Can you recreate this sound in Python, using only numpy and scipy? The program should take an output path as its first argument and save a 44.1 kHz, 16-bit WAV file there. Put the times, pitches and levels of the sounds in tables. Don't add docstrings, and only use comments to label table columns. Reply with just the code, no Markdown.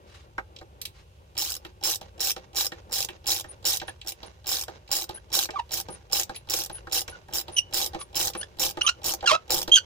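import sys
import numpy as np
from scipy import signal
from scipy.fft import rfft, irfft, next_fast_len
from scipy.io import wavfile

SR = 44100
rng = np.random.default_rng(int(sys.argv[2]) if len(sys.argv) > 2 else 0)


def wrap_up_sound(samples):
    columns = np.atleast_2d(samples).T
    tamed = np.clip(columns, -1, 1)
    steps = np.round(tamed * 32767).astype(np.int16)
    wavfile.write(sys.argv[1], SR, steps)


N = 434385
RING = 8192
TOP_HZ = 16000


def undb(db):
    return 10 ** (np.asarray(db) / 20)


def unit(x):
    return x / np.sqrt(np.mean(x ** 2))


def unit_energy(x):
    return x / np.sqrt(np.sum(x ** 2, axis=-1, keepdims=True))


def gain_at(hz, spectrum):
    table_hz, db = np.transpose(spectrum)
    return undb(np.interp(np.log(hz + 1), np.log(table_hz), db))


def colour(x, spectrum):
    size = next_fast_len(x.shape[-1] + RING, True) // 2 * 2
    cepstrum = irfft(np.log(gain_at(np.fft.rfftfreq(size, 1 / SR), spectrum)))
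    cepstrum[1:size // 2] *= 2
    cepstrum[size // 2 + 1:] = 0
    return irfft(rfft(x, size) * np.exp(rfft(cepstrum)))[..., :x.shape[-1]]


def band(x, lo_hz, hi_hz):
    return signal.sosfilt(signal.butter(2, [lo_hz, hi_hz], "band", fs=SR, output="sos"), x)


def noise(size, alike, lag_s=0):
    shared, own = rng.standard_normal(size), rng.standard_normal((2, size))
    left, right = np.sqrt(alike) * shared + np.sqrt(1 - alike) * own
    at = np.arange(size)
    return np.array([left, np.interp(at - round(lag_s * SR), at, right)])


def waver(size, rate_hz):
    steps = np.arange(size) * rate_hz / SR
    return np.interp(steps, np.arange(RING), rng.standard_normal(RING))


def pan(x, left_db):
    return x * undb(np.array([[left_db], [-left_db]]) / 2)


def fade(ring_s, size=RING):
    return np.exp(-np.log(1000) * np.arange(size) / SR / ring_s)


def ring(tones, skew):
    t = np.arange(RING) / SR
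    out = 0
    for hz, db, ring_s in tones:
        phase = np.maximum(2 * np.pi * hz * t - np.array([[0], [skew]]), 0)
        out = out + undb(db) * fade(ring_s) * np.sin(phase)
    return unit_energy(out)


def tap(times, db, response):
    force = np.zeros(N)
    np.add.at(force, np.clip(times * SR, 0, N - 1).astype(int), undb(db))
    return signal.fftconvolve(force[None], response, axes=-1)[:, :N]


def strike(times, db, response, contact_s, rise_s=0.0003):
    force = np.zeros(N + RING)
    push = fade(contact_s) * (1 - fade(rise_s))
    for t, gain in zip(times, undb(db)):
        at = int(np.clip(t * SR, 0, N - 1))
        force[at:at + RING] += gain * unit_energy(push * rng.standard_normal(RING))
    return signal.fftconvolve(force[None, :N], response, axes=-1)[:, :N]


# (frequency [Hz], level [dB])
ROOM_COLOUR = [(15, -21), (25, -51), (53, 0.5), (87, 1), (127, -7), (190, -17), (796, -74), (988, -50),
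               (1520, -72), (2160, -38), (2610, -28), (3720, -32.5), (4030, -36), (14000, -44.5),
               (16000, -53)]
def background(level_db=-53):
    narrow = colour(noise(N, alike=0.95), ROOM_COLOUR)
    wide = colour(noise(N, alike=0.095), ROOM_COLOUR)
    lows = signal.butter(2, 220, "low", fs=SR, output="sos")
    rumble = signal.sosfiltfilt(lows, narrow)
    hiss = wide - signal.sosfiltfilt(lows, wide)
    return unit(rumble + undb(-1.5) * hiss) * undb(level_db + waver(N, 2.8))


def echoes(x):
    size = SR // 2
    onset = np.clip(np.arange(size) / SR / 0.00054 - .5, 0, 1)
    bay = unit_energy(noise(size, alike=0.3) * fade(0.074, size) * onset)
    room = unit_energy(band(noise(size, alike=0.089), 220, 6000) * fade(0.23, size) * onset)
    return x + signal.fftconvolve(x, undb(-7.5) * bay + undb(-31.5) * room, axes=-1)[:, :N]


# (time [s], level [dB])
HAND_LEVELS = [(0, -59.5), (.6, -59), (1.2, -64), (2.5, -57), (4.3, -66.5), (6, -62), (8, -57),
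               (9.85, -57.5)]
# (start [s], length [s], level [dB])
BRUSHES = [(0.044, 0.23, -55.5), (0.927, 0.12, -58)]
def hands():
    t = np.arange(N) / SR
    pressure = undb(3 * waver(N, 18) + np.interp(t, *np.transpose(HAND_LEVELS)))
    rustle = unit(band(noise(N, alike=1, lag_s=0.0004), 77, 770)) * pressure
    swell = 0
    for start, length, db in BRUSHES:
        swell = swell + undb(db) * np.sin(np.pi * np.clip((t - start) / length, 0, 1))
    brush = unit(band(noise(N, alike=0.22), 630, 4600)) * swell * undb(2.9 * waver(N, 102.2))
    return pan(rustle, 2) + brush


# (frequency [Hz], level [dB])
RUB_COLOUR = [(120, -37), (200, 1), (829, 0), (1290, -8.5), (1460, -3.5), (1990, -8), (6590, -14),
              (8520, -32.5), (12000, -47), (15600, -48), (22000, -120)]
# (time [s], level [dB])
RUB_LEVELS = [(1.6, -57.5), (3, -54), (4.7, -52), (6.5, -52.5), (8, -52), (9.7, -48.5)]
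def screw_rub(delay_s=0.019, rise_s=0.12, ease_s=0.045, rest_s=0.1):
    t, turning = np.arange(N) / SR, np.zeros(N)
    for swing, next_swing in zip(SWINGS[:-1], SWINGS[1:]):
        begin, stop = swing[1] + delay_s, next_swing[0] - rest_s
        turning += np.interp(t, [begin, begin + rise_s, stop - ease_s, stop], [0, 1, 0.21, 0])
    strength = (turning + 0.26) * undb(np.interp(t, *np.transpose(RUB_LEVELS)))
    grit = undb(3.6 * waver(N, 400) + waver(N, 68))
    grind = unit(colour(noise(N, alike=0.25, lag_s=0.00031), RUB_COLOUR))
    return pan(grind, -3.5) * grit * strength


# (time ahead [s], tick level [dB], knock level [dB])
SLACK = [(.026, -53.5, -53.5), (.010, -42, -47.5)]
def slack():
    rows = [(start - ahead, tick_db, knock_db)
            for ahead, tick_db, knock_db in SLACK for start, *_ in SWINGS]
    return np.transpose(rows)


# (time [s], level [dB], hardness [dB],
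# socket tick level [dB])
KNOCKS = [(0.380, -36, 4.5, -47.5), (0.612, -46, -7, -54), (1.649, -45, 1, -42.5), (2.012, -43.5, -10, -42),
          (2.363, -39.5, -4, -39.5), (2.719, -40, 2, -42.5), (3.087, -42, -4.5, -37.5),
          (3.442, -46, -3, -48.5), (3.815, -39, -4, -42.5), (3.880, -42, 2, -40), (4.230, -42, -19, -44.5),
          (4.681, -38, -9, -42), (5.092, -38.5, -9, -37), (5.488, -36, -4, -54), (5.885, -36.5, -15, -46),
          (6.294, -38, -6, -42.5), (6.697, -40, -6, -41.5), (6.870, -45, 2.5, -51), (7.079, -42, 0, -36.5),
          (7.284, -49, -3, -50), (7.481, -40, -19, -44), (7.933, -42.5, -5, -47), (7.946, -33, -11, -43.5),
          (8.350, -35.5, -5, -37), (8.771, -34.5, -10, -41), (9.226, -35, -10.5, -48),
          (9.498, -37, -2, -51), (9.677, -31.5, -14, -32.5)]
# (pitch [Hz], level [dB], ring time [s])
AIR_BOX_TONES = [(181, -18, 0.27), (346.6, -5.5, 0.1), (367, -12.5, 0.13), (523, -11.5, 0.17),
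                 (650, -14, 0.15), (785, 8.5, 0.027), (850, -11, 0.16), (1034, -17.5, 0.083),
                 (1230, -7, 0.046)]
def knocks(slack_hard_db=-11):
    slack_t, _, slack_db = slack()
    loose = np.c_[slack_t, slack_db, np.full(len(slack_t), slack_hard_db)]
    t, db, hard_db = np.vstack([np.array(KNOCKS)[:, :3], loose]).T
    hollow = strike(t, db + 31, ring(AIR_BOX_TONES, skew=1.32), contact_s=0.054, rise_s=0.016)
    clamp = unit_energy(band(noise(RING, alike=0.76, lag_s=0.00019) * fade(0.051), 980, 1950))
    hose = unit_energy(band(noise(RING, alike=0.64, lag_s=0.0004) * fade(0.048), 354, 540))
    thud = strike(t + 0.0081, db + 18.5, hose, contact_s=0.054, rise_s=0.028)
    clack = strike(t, db + hard_db + 29, clamp, contact_s=0.012, rise_s=0.0038)
    return pan(hollow + thud, -2.5) + pan(clack, -0.87)


# (time [s], level [dB], brightness [dB])
LONE_TICKS = [(0.563, -44.5, -26), (0.587, -48, -28), (0.815, -35, 5.5), (0.853, -33.5, 2),
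              (3.799, -37.5, -19), (4.014, -43.5, -22), (4.877, -49, -15), (5.506, -36, -30),
              (6.361, -41.5, -3), (8.335, -38, -15), (9.207, -46, -26)]
# (pitch [Hz], level [dB], ring time [s])
STEEL_TONES = [(3600, -16, .04), (3920, -23, .04), (5580, 7.5, 0.019), (5400, -17, 0.031), (6100, -4, 0.06),
               (6680, -0.5, 0.054), (7500, 16, 0.0083), (14940, 6.5, 0.044), (15250, -12, 0.0067)]
def ticks(load_bright_db=-8.5, slack_bright_db=-7, rebound_s=0.016, rebound_db=-9.5):
    load_t, _, _, load_db = np.transpose(KNOCKS)
    loaded = np.c_[load_t, load_db, np.full(len(load_t), load_bright_db)]
    rebounds = loaded + [rebound_s, rebound_db, 0]
    slack_t, slack_db, _ = slack()
    loose = np.c_[slack_t, slack_db, np.full(len(slack_t), slack_bright_db)]
    t, db, bright_db = np.vstack([LONE_TICKS, loaded, rebounds, loose]).T
    rattle = noise(RING, alike=0.65, lag_s=.0001) * (fade(0.03) + undb(-12.5) * fade(0.13))
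    body = strike(t, db + 25, unit_energy(band(rattle, 2320, 4440)), contact_s=0.0012)
    edge = strike(t, db + bright_db + 20, unit_energy(band(rattle, 4300, 18000)), contact_s=0.0099)
    steel = strike(t, db + 22.5, band(ring(STEEL_TONES, skew=0.99), 2500, 6700), contact_s=0.0016)
    return pan(body + edge + steel, -2.6)


# (frequency [Hz], level [dB])
CLAMP_COLOUR = [(500, 2.5), (1250, 3), (2000, -4.5), (3000, 8), (4200, 4), (6000, 4), (8000, -6),
                (15000, -25)]
# (frequency [Hz], left minus right [dB])
CLAMP_SIDE = [(700, -3.5), (1250, -2.5), (3000, -3.5), (6000, -8.5), (10000, 4.5), (15000, -13)]
def slip(length, pitch_hz, glide, db, rough, arch=0.016):
    size = int(length * SR)
    from_middle = np.linspace(-.5, .5, size)
    hz = pitch_hz * (1 + glide * from_middle - arch * (2 * from_middle) ** 2)
    hz *= 1 + 0.0065 * waver(size, 330) + 0.098 * rough * waver(size, 2260)
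    weak_db = max(-46.5 - db, 0)
    smooth_db = 17 * max(1 - rough / 0.32, 0)
    db_per_octave = -4 - weak_db - smooth_db + 2.3 * np.log2(pitch_hz / 1500)
    multiple = np.arange(1, TOP_HZ // pitch_hz + 1)[:, None]
    lean = gain_at(multiple * pitch_hz, CLAMP_SIDE) ** np.array([[[.5]], [[-.5]]])
    weight = undb(db_per_octave * np.log2(multiple)) * gain_at(multiple * pitch_hz, CLAMP_COLOUR)
    late = np.array([[[0]], [[1.4]]])
    tone = np.sum(weight * lean * np.sin(2 * np.pi * multiple * np.cumsum(hz) / SR - late), axis=1)
    tone /= np.std(tone.mean(axis=0))
    scrape = unit(band(noise(RING, alike=0.43), min(pitch_hz, 3000), 6150))[:, :size]
    flutter = unit(undb(3.3 * waver(size, 296) + 4.5 * rough * waver(size, 900)))
    return undb(db) * signal.windows.tukey(size, .35) * flutter * (tone + 0.37 * rough * scrape)


# (start [s], length [s], pitch [Hz], level [dB])
WHISTLES = [(3.484, .038, 9560, -46), (3.871, 0.03, 9630, -47), (4.26, 0.017, 9670, -53.5),
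            (5.140, 0.044, 10180, -45), (5.899, 0.056, 9700, -45), (6.353, 0.035, 10200, -45.5),
            (6.722, 0.057, 10250, -43), (7.097, 0.023, 10150, -48.5), (7.517, 0.092, 9570, -42),
            (7.994, 0.048, 9960, -42.5), (8.371, 0.052, 9800, -36), (8.826, 0.043, 9460, -40)]
# (start [s], length [s], pitch [Hz], glide [share of pitch], level [dB], roughness [0 = smooth])
SQUEAKS = [(3.884, 0.025, 1705, 0.012, -44.5, 0), (5.173, 0.015, 1584, 0.14, -50, 0.15),
           (5.535, 0.025, 785, -0.00047, -40, 0.17), (5.557, 0.023, 1157, -0.13, -31, 0.11),
           (5.587, 0.018, 948, -0.24, -27.5, .2), (6.345, 0.0123, 2382, 0.15, -45, 1.05),
           (6.750, 0.041, 1530, -0.035, -52.5, 0.8), (7.121, 0.044, 1470, -0.029, -47.5, 0),
           (7.563, 0.034, 2972, -0.066, -21.5, 0.33), (7.985, 0.047, 1190, -0.089, -44.5, 1.17),
           (8.411, .014, 1508, 0.054, -40, 0.35), (8.429, 0.0077, 1706, 0.1, -34, 0.22),
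           (8.810, 0.008, 1389, 0.11, -28, 0.5), (8.815, 0.0069, 2940, 0.11, -20, .2),
           (8.839, .033, 1190, 0, -37, 0.21), (8.864, 0.015, 3067, -0.02, -17, .3),
           (8.874, 0.028, 1363, 0.15, -22, 0.64), (9.240, 0.0102, 753, -0.11, -27.5, 0.17),
           (9.258, 0.012, 1630, .04, -25, 0.3), (9.270, .027, 1386, -0.105, -19, 0.45),
           (9.291, 0.033, 1147, -0.21, -20, 0.88), (9.310, 0.05, 650, 0.11, -24, 0.48),
           (9.320, 0.049, 1287, 0.078, -24.5, 0.16), (9.715, 0.036, 3220, 0.0675, -12, .08),
           (9.743, 0.032, 3174, -0.041, -15, 0.31), (9.764, 0.027, 1550, -0.046, -22, 0.32)]
# (pitch [Hz], level [dB], ring time [s])
BAND_TONES = [(2960, 0, .26), (2940, -3, 0.27)]
def squeaks(whistle_glide=-0.046, whistle_rough=0.11, band_db=-39):
    out = np.zeros((2, N + RING))
    whistles = [(start, length, hz, whistle_glide, db, whistle_rough)
                for start, length, hz, db in WHISTLES]
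    for start, *shape in whistles + list(SQUEAKS):
        sound, at = slip(*shape), int(start * SR)
        out[:, at:at + sound.shape[1]] += sound
    ringing = signal.fftconvolve(out, ring(BAND_TONES, skew=.5), axes=-1)
    return out[:, :N] + undb(band_db) * ringing[:, :N]


# (pitch [Hz], level [dB], ring time [s])
BAR_TONES = [(5427, 8, 0.051), (5382, 11.5, 0.056), (7030, 13.5, 0.02), (15300, 8, 0.054),
             (14200, -38, 0.02)]
def extension_bar(t, db, grips=4, detune=0.024):
    grip = np.searchsorted(np.array(SWINGS)[:, 0], t, side="right") % grips
    out = 0
    for k in range(grips):
        tones = [(hz * (1 + detune * rng.standard_normal()), tone_db, ring_s)
                 for hz, tone_db, ring_s in BAR_TONES]
        out = out + tap(t[grip == k], db[grip == k], ring(tones, skew=1))
    return out


# (start [s], end [s], top speed [teeth per s], level [dB], level change over the swing [dB])
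SWINGS = [(1.378, 1.565, 185, -23.5, -4.5), (1.837, 1.956, 245, -20.5, -4), (2.205, 2.315, 242, -20.5, 7.5),
          (2.557, 2.666, 224, -20.5, 3.5), (2.921, 3.046, 229, -21, 8.5), (3.268, 3.408, 217, -20.5, -1.5),
          (3.653, 3.77, 250, -19, 3.5), (4.073, 4.120, 150, -23.5, -1), (4.469, 4.636, 185, -22, 3),
          (4.915, 5.04, 228, -21.5, -4.5), (5.328, 5.455, 220, -19.5, -1), (5.718, 5.81, 235, -23, 0.5),
          (6.124, 6.232, 219, -19.5, 4), (6.498, 6.66, 195, -21.5, 1), (6.923, 7.016, 248, -19.5, 1),
          (7.336, 7.411, 202, -21.5, 2), (7.736, 7.873, 210, -20, 1), (8.155, 8.3, 224, -21, 0.5),
          (8.596, 8.709, 245, -20.5, -4.5), (9.043, 9.147, 235, -21.5, -0.5), (9.505, 9.628, 186, -20, -4)]
def teeth(speed_db=8):
    rows, part = [], np.linspace(0, 1, 60)
    speed = np.interp(part, [0, .34, 1], [.68, 1, .36])
    travel = np.r_[0, np.cumsum(speed[1:] + speed[:-1]) / 2] * part[1]
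    for start, end, top_speed, db, change_db in SWINGS:
        passed = travel * top_speed * (end - start)
        done = np.interp(np.linspace(0, passed[-1], round(passed[-1]) + 1), passed, part)
        level = db + change_db * (done - .5)
        level += speed_db * np.log10(np.interp(done, part, speed))
        rows.append(np.c_[start + done * (end - start), level, done])
    return np.vstack(rows).T


# (frequency [Hz], level [dB])
PAWL_COLOUR = [(130, -30.5), (220, -41), (345, -5.5), (405, -25), (485, -6.5), (623, -13.5), (786, -3),
               (993, -17), (2030, -10), (3070, -2), (4560, -3), (5450, 1), (9180, -9), (14900, -3.5),
               (16000, -52)]
# (frequency [Hz], level [dB])
HEAD_COLOUR = [(300, 1.5), (800, 1.5), (1400, 1.5), (2400, -3.5), (3600, 1.5), (5600, 0.5), (10200, 1.5),
               (13000, -9), (15200, 6)]
def ratchet(spots=8, tightening_db_per_s=2.75):
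    t, db, done = teeth()
    gap_s = np.clip(np.diff(t, append=t[-1] + 1), .004, .009)
    db = db + 1.5 * np.log10(gap_s / 0.0077) + 2.7 * rng.standard_normal(len(t))
    spot, snap = rng.integers(0, spots, len(t)), 0
    for k in range(spots):
        rattle = noise(RING, alike=0.37, lag_s=.00012) * (fade(0.024) + undb(-21.5) * fade(0.086))
        click = colour(unit_energy(colour(rattle, PAWL_COLOUR)), HEAD_COLOUR)
        snap = snap + strike(t[spot == k], db[spot == k] + 16.5, click, contact_s=0.0059, rise_s=0.003)
    tooth_side = unit_energy(band(noise(RING, alike=0.067) * fade(0.009), 11640, 13150))
    scrape = strike(t, db + 7.5, tooth_side, contact_s=0.016)
    bar = extension_bar(t, db + 18 - 27 * done)
    steel = tap(t, db + 0.5, ring(STEEL_TONES, skew=0.63))
    box_db = 0.56 * db - 12.5 + tightening_db_per_s * (t - t.mean())
    box = strike(t, box_db, ring(AIR_BOX_TONES, skew=1.3), contact_s=0.0091, rise_s=0.0085)
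    return pan(snap, -2.5) + pan(scrape, 5) + pan(bar, -4) + pan(steel, -6) + pan(box, -4)


def scene():
    work = ratchet() + ticks() + knocks() + screw_rub() + hands() + squeaks()
    return echoes(work) + background()


def record(dry):
    rounded = dry / (1 + (dry / .8) ** 4) ** .25
    return signal.sosfilt(signal.ellip(8, .2, 70, TOP_HZ, fs=SR, output="sos"), rounded)


dry = scene()
out = record(dry)
wrap_up_sound(out)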